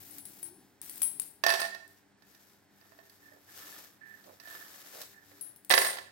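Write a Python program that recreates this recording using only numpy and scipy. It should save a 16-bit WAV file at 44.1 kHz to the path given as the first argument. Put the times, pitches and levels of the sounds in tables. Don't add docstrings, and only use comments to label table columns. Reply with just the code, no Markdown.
import sys
import numpy as np
from scipy import signal
from scipy.fft import rfft, irfft
from scipy.io import wavfile
from scipy.ndimage import uniform_filter1d

SR = 44100
rng = np.random.default_rng(int(sys.argv[2]) if len(sys.argv) > 2 else 0)


def generate_wav(sig):
    pcm = np.round(np.clip(np.atleast_2d(sig).T, -1, 1) * 32767).astype(np.int16)
    wavfile.write(sys.argv[1], SR, pcm)


N = 269451
T = np.arange(N) / SR

# t/s, level/dB
BLOWS = [(1.4375, -3), (1.464, 0), (1.483, -6.5), (1.492, -5), (1.502, -2.5), (1.522, -8.5), (1.538, -4.5),
         (1.6, -14), (1.619, -19), (1.747, -21), (5.703, -2), (5.7091, 3), (5.7142, -1.5), (5.723, 0.5),
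         (5.738, 6), (5.7783, 3), (5.821, -13.5), (5.847, -6.5), (5.985, -18.5)]
# t/s, level/dB, treble tilt/(dB per octave)
FINGER_TAPS = [(2.222, -41, 3.5), (2.348, -42, 6.5), (2.812, -38, 1), (2.92, -38, -1.5), (2.989, -33, -1.5),
               (3.097, -46.5, 10), (4.241, -39, 4), (4.3995, -30.5, 4.5), (4.473, -29, 2),
               (5.016, -30.5, 9), (5.316, -35.5, -1.5)]
# first t/s, last t/s, first level/dB, last level/dB
SETTLES = [(1.557, 1.664, -11.5, -23), (5.797, 5.99, -9.5, -19)]
# f/Hz, t60/s, level struck far from the phone/dB, level struck near it/dB
TABLE_MODES = [(389.5, 0.27, -6.5, -3), (534, 0.26, -37, -1.5), (561.6, .22, -10, -2.5),
               (671, 0.11, 9.5, -10), (715, 0.15, -9.5, -5.5), (828.5, 0.17, -4.5, -8),
               (990, 0.036, -25, -3), (1085.6, 0.12, -1, -3), (1401, 0.12, -7, -9), (1760, 0.072, -7.5, 1),
               (1761, 0.14, 4, -5), (1819, 0.38, 1.5, -12), (1991, 0.034, -9, 8), (2619, 0.16, -3.5, -9.5),
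               (4500, 0.17, -21, -24), (4780, 0.031, 7, 3.5), (5730, 0.067, -1, -38)]
# f/Hz, level/dB
TABLE_BODY = [(100, -21), (220, -22), (400, -5.5), (700, 0), (1300, -10.5), (1800, -8.5), (2300, -9.5),
              (4000, -4.5), (5500, -11.5), (7000, -7.5), (11000, -14), (16000, -21.5)]
CHARM_MODES = {"large": (8747, 10661, -5), "medium": (8815, 10830, -12), "small": (9050, 11120, -4),
               "bell": (8672, 10700, 6)}
# t/s, tick level/dB, ring level/dB, t60/s, charm
CLINKS = [(0.1093, -28, -42.5, 0.11, "large"), (.1835, -14.5, -40.5, 0.27, "medium"),
          (.254, -17, -38, 0.094, "small"), (0.4295, -19.5, -29, 0.13, "large"),
          (0.8157, -16, -33.5, 0.031, "large"), (0.896, -12, -40.5, 0.2, "medium"),
          (1.0187, -1, -21.5, 0.16, "medium"), (1.0302, -4, -19, 0.2, "large"),
          (1.198, -9.5, -17.5, 0.029, "small"), (1.219, -13.5, -62, 0.16, "small"),
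          (1.492, -34, -29, 0.068, "small"), (1.502, -27, -39, .18, "large"),
          (1.602, -11, -38, 0.15, "bell"), (1.878, -29, -79, 0.055, "medium"),
          (5.411, -15.5, -32, 0.29, "medium"), (5.561, -26, -48.5, 0.093, "small"),
          (5.648, -23, -52, 0.078, "medium"), (5.696, -6, -40, 0.16, "bell"),
          (5.7095, -11, -24.5, 0.11, "bell"), (5.75, -4, -25.5, 0.39, "small"),
          (5.788, 2, -31, 0.14, "bell")]
# start/s, end/s, link level/dB, jostled charm level/dB
RATTLES = [(0.822, 0.864, -40, -66), (0.943, 0.984, -39, -53), (1.531, 1.628, -54, -43),
           (5.8, 5.904, -28.5, -31.5)]
# f/Hz, level/dB
LINK_TICK = [(50, -25), (120, -16), (500, -29.5), (1600, -25.5), (4000, -17), (7000, -15), (8800, 0),
             (9700, -11), (11000, -6), (13000, -5.5), (16000, -4.5)]
# start/s, end/s, level/dB
DRAWS = [(0.0, 0.196, -53.5), (.25, 0.486, -57), (0.822, 1.03, -53)]
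# f/Hz, level/dB
DRAW_HISS = [(300, -6.5), (800, -14.5), (2000, -7.5), (4500, -4), (7000, -0.5), (10000, 1), (12000, 6),
             (16000, 3.5)]
# start/s, end/s, ridge rate at full speed/Hz, level/dB
TWISTS = [(0.053, 0.266, 296, -58.5), (0.373, .67, 362, -61)]
# f/Hz, level/dB
SLEEVE_SWISH = [(50, -10), (120, 2), (300, 8), (550, -10), (800, -3.5), (1300, -24.5), (4000, -13.5)]
# start/s, end/s, hiss level/dB, scrape level/dB
STROKES = [(1.716, 1.976, -71.5, -83), (2.125, 2.53, -68.5, -78), (2.626, 3.47, -70.5, -72),
           (3.411, 3.803, -54, -57), (3.947, 4.35, -67.5, -67), (4.345, 4.61, -55, -53.5),
           (4.443, 4.947, -56.5, -61), (4.757, 5.033, -53.5, -75), (5.094, 5.46, -67, -69)]
# f/Hz, level/dB
SLIDE_HISS = [(60, -26), (300, 0.5), (1000, -7), (3000, -5), (4400, -2.5), (5200, -1.5), (6500, -0.5),
              (8300, -2.5), (9500, -5.5), (12000, 1.5), (16000, -3.5)]
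# f/Hz, level/dB
CARD_SCRAPE = [(60, -27), (200, -17), (400, -16), (650, -2), (900, -10.5), (1300, 0), (1600, -8.5),
               (1770, 8.5), (2000, -24), (2600, -10), (3800, -0.5), (5500, -60), (9000, -2)]
# start/s, end/s, level/dB
SQUEAKS = [(3.211, 3.335, -64), (3.467, 3.514, -62), (4.003, 4.173, -55.5), (4.428, 4.63, -56),
           (5.122, 5.223, -63.5)]
# start/s, end/s, level/dB
SCUFFS = [(3.31, 3.375, -70.5), (4.253, 4.309, -61), (4.928, 5.013, -62.5)]
# f/Hz, level/dB
SCUFF_RUB = [(100, -33), (330, -4), (600, 2), (900, -12.5), (2000, -24.5), (6000, -40)]
# f/Hz, level/dB
ROOM_AIR = [(25, -35), (60, -3), (95, -9), (125, 1), (200, -1.5), (310, 1), (500, -9), (800, -7.5),
            (1200, -16), (1650, -11), (2800, -17), (9000, -19.5), (15000, -67)]
# f/Hz, level/dB
HUM = [(97, -76), (199, -75), (290, -74.5), (401, -77.5)]
# f/Hz, level/dB
RIGHT_PORT = [(60, -7), (300, -2), (700, 3), (1700, 6.5), (3000, -1.5), (5700, -1), (6600, -17.5),
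              (10000, -22), (11000, -8.5), (15500, -4.5)]

STROKE_ATTACK_S, STROKE_RELEASE_S = 0.23, 0.5


def tabletop(crack_db=-12, body_db=-32, modes_db=-35, blow_tilt_db=2.13, near_after_s=5):
    t = np.arange(SR // 2) / SR
    hz, t60, far_db, near_db = np.transpose(TABLE_MODES)[:, :, None]
    body = undb(body_db) * fade(t, 0.19) * pair(len(t), 0.96)
    finger_damping = fade(t, 0.9)
    bass_cut = [(40, -22), (200, -5), (300, -6.5), (370, -1)]
    blows = [(s, db, blow_tilt_db) for s, db in BLOWS]
    bounces = []
    for start, end, first_db, last_db in SETTLES:
        for s, luck in zip(uneven(start, end, gap_s=0.017), rng.standard_normal(40)):
            db = np.interp(s, [start, end], [first_db, last_db]) + 5 * luck
            bounces.append((s, db, blow_tilt_db))
    out = np.zeros((2, N))
    for hits, damping in [(blows, 1), (FINGER_TAPS, finger_damping), (bounces, 1)]:
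        for s, db, tilt_db in hits:
            spot_db = near_db if s > near_after_s else far_db
            mode_hz = hz * (1 + 0.0049 * rng.standard_normal(hz.shape))
            modes = undb(modes_db + spot_db) * fade(t, t60) * np.sin(2 * np.pi * mode_hz * t)
            crack = undb(crack_db) * fade(t, 0.049) * pair(len(t), 0.26)
            hit = shape(crack + body, TABLE_BODY) + modes.sum(axis=0)
            add(out, s, undb(db) * damping * shape(hit, bass_cut, tilt_db))
    return out


def bracelet(tick_db=-9, chatter_db=-21, neighbour_db=-12, detune=0.0072, jostle_t60_s=0.18):
    t = np.arange(SR // 2) / SR
    shaking = sum(undb(db) * stroke(start, end, 0.015, 0.1) for start, end, db, _ in RATTLES)
    ticks = friction(440, 2.2, 0.3) * shaking
    tick_decay = fade(t, 0.012) + undb(chatter_db) * fade(t, 0.43)
    jostled = []
    for start, end, _, db in RATTLES:
        for s, charm in zip(uneven(start, end, gap_s=0.025), rng.choice(list(CHARM_MODES), size=40)):
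            jostled.append((s, db + 2, db, jostle_t60_s, charm))
    rings = np.zeros((2, N))
    for s, hit_db, ring_db, t60, charm in CLINKS + jostled:
        low_hz, high_hz, low_db = CHARM_MODES[charm]
        ring = 0
        for hz, db in [(low_hz, low_db), (high_hz, 0)]:
            ring += undb(db) * np.sin(2 * np.pi * (hz * t + rng.random((2, 1))))
            for neighbour_hz in hz * (1 + detune * rng.standard_normal(2)):
                cycles = neighbour_hz * t + rng.random((2, 1))
                ring += undb(db + neighbour_db) * np.sin(2 * np.pi * cycles)
        add(rings, s, undb(ring_db) * ring * fade(t, t60))
        add(ticks, s, undb(tick_db + hit_db) * pair(len(t), 0.14) * tick_decay)
    return rings + shape(ticks, LINK_TICK)


def drawn_string(hiss_db=6, sleeve_db=-62, attack_s=0.004, follow_through_s=0.15, slowing=0.11):
    pull = sum(undb(db) * stroke(start, end, attack_s, 0.1) for start, end, db in DRAWS)
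    arms = np.max([stroke(start, end + follow_through_s, attack_s, 1.0)
                   for start, end, _ in DRAWS], axis=0)
    hiss = unit(shape(friction(9900, 1.5, 0.24), DRAW_HISS)) * pull
    sleeve = unit(shape(pair(N, 1.0), SLEEVE_SWISH)) * arms
    buzz = 0
    for start, end, hz, db in TWISTS:
        arch = np.sin(np.pi * np.clip((T - start) / (end - start), 0, 1))
        ridge_hz = hz * (1 - slowing * (1 - arch)) * (1 + 0.0466 * walk(90.3))
        ridges = np.cumsum(ridge_hz) / SR
        buzz += np.sin(2 * np.pi * ridges) * arch * undb(db + 1.6 * walk(40.5))
    return undb(hiss_db) * hiss + undb(sleeve_db) * sleeve + buzz


def sliding_string(hiss_db=7, flutter_db=1.3):
    hiss = unit(shape(friction(9000, 2.2, 0.3), SLIDE_HISS))
    speed = np.max([undb(db) * stroke(start, end, STROKE_ATTACK_S, STROKE_RELEASE_S)
                    for start, end, db, _ in STROKES], axis=0)
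    return hiss * speed * undb(hiss_db + flutter_db * walk(35))


def sliding_card(scrape_db=-5, squeak_db=-12, squeak_hz=1770, squeak_width_hz=45, catch_db=1.5):
    slips = friction(1500, 2.9, 0.37) * undb(catch_db * walk(45))
    scrape = unit(shape(slips, CARD_SCRAPE))
    main_mode = signal.iirpeak(squeak_hz, squeak_hz / squeak_width_hz, fs=SR)
    squeak = unit(signal.lfilter(*main_mode, friction(2500, 0.59, 0.91)))
    pressure = np.max([undb(db) * stroke(start, end, STROKE_ATTACK_S, STROKE_RELEASE_S)
                       for start, end, _, db in STROKES], axis=0)
    sticking = sum(undb(db) * stroke(start, end, 0.015, 0.18) for start, end, db in SQUEAKS)
    return undb(scrape_db) * scrape * pressure + undb(squeak_db) * squeak * sticking


def fingertips(scuff_db=-4, attack_s=0.01, release_s=0.2):
    push = sum(undb(db) * stroke(start, end, attack_s, release_s) for start, end, db in SCUFFS)
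    return undb(scuff_db) * unit(shape(friction(900, 1.2, 0.86), SCUFF_RUB)) * push


def room_tail(x, wet_db, onset_s, t60_s=0.45, treble_t60_s=0.33):
    t = np.arange(SR) / SR
    noise = rng.standard_normal((2, SR))
    low = signal.sosfiltfilt(signal.butter(2, 6500, fs=SR, output="sos"), noise)
    build_up = 1 - np.exp(-(t / onset_s) ** 2)
    tail = (low * fade(t, t60_s) + (noise - low) * fade(t, treble_t60_s)) * build_up
    return x + undb(wet_db) * signal.fftconvolve(x, unit(tail) / np.sqrt(SR), axes=-1)[:, :N]


def room_tone(air_db=-68, waver_db=4.5):
    hum = sum(undb(db - waver_db * walk(16)) * np.sin(2 * np.pi * hz * T + 0.5 * walk(2))
              for hz, db in HUM)
    return undb(air_db) * unit(shape(pair(N, 0.69), ROOM_AIR)) + hum


def friction(slips_per_s, spread_db, alike):
    slipping = rng.random(N) < slips_per_s / SR
    sizes = undb(spread_db * np.minimum(rng.exponential(size=N), 5))
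    return unit(slipping * sizes * pair(N, alike))


def stroke(start, end, attack_s, release_s):
    rise = np.sin(np.pi / 2 * np.clip((T - start) / attack_s, 0, 1)) ** 2
    return rise * fade(np.maximum(T - end, 0), release_s)


def uneven(start, end, gap_s):
    times = start + gap_s * np.append(0, np.cumsum(1 + 0.5 * rng.uniform(-1, 1, size=40)))
    return times[times < end]


def pair(count, alike):
    common = np.sqrt(alike) * rng.standard_normal(count)
    return common + np.sqrt(1 - alike) * rng.standard_normal((2, count))


def walk(rate_hz):
    step = int(SR / rate_hz)
    stairs = np.repeat(rng.standard_normal(N // step + 1), step)[:N]
    return unit(uniform_filter1d(stairs, step))


def shape(x, points, tilt_db=0, size=2048):
    log_hz = np.log2(np.maximum(np.fft.rfftfreq(size, 1 / SR), 20))
    hz, db = np.transpose(points)
    octaves = np.maximum(log_hz - np.log2(1500), -2)
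    gain = undb(np.interp(log_hz, np.log2(hz), db) + tilt_db * octaves)
    cepstrum = irfft(np.log(gain))
    cepstrum[1:size // 2] *= 2
    cepstrum[size // 2 + 1:] = 0
    response = irfft(np.exp(rfft(cepstrum)))
    return signal.fftconvolve(x, np.array(response, ndmin=x.ndim), axes=-1)[..., :x.shape[-1]]


def fade(t, t60):
    return np.exp(-np.log(1000) * t / t60)


def add(out, s, x):
    i = int(s * SR)
    out[..., i:i + x.shape[-1]] += x[..., :max(N - i, 0)]


def undb(db):
    return 10 ** (np.asarray(db) / 20)


def unit(x):
    return x / np.sqrt(np.mean(x ** 2))


def scene(left_lag_s=0.0004):
    clatter = room_tail(tabletop(), wet_db=[[-2], [-11]], onset_s=0.028)
    rubbing = sliding_card() + fingertips()
    table = clatter * undb([[-6.5], [6]]) + rubbing * undb([[1], [12]])
    table[0] = np.roll(table[0], int(left_lag_s * SR))
    air = room_tail(bracelet(), wet_db=-6, onset_s=0.0068) + drawn_string() + sliding_string()
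    return table + air + room_tone()


def record(dry, top_hz=15900):
    ports = np.array([dry[0], shape(dry[1], RIGHT_PORT)])
    return signal.sosfilt(signal.ellip(8, 0.2, 70, top_hz, fs=SR, output="sos"), ports)


dry = scene()
out = record(dry)
generate_wav(out)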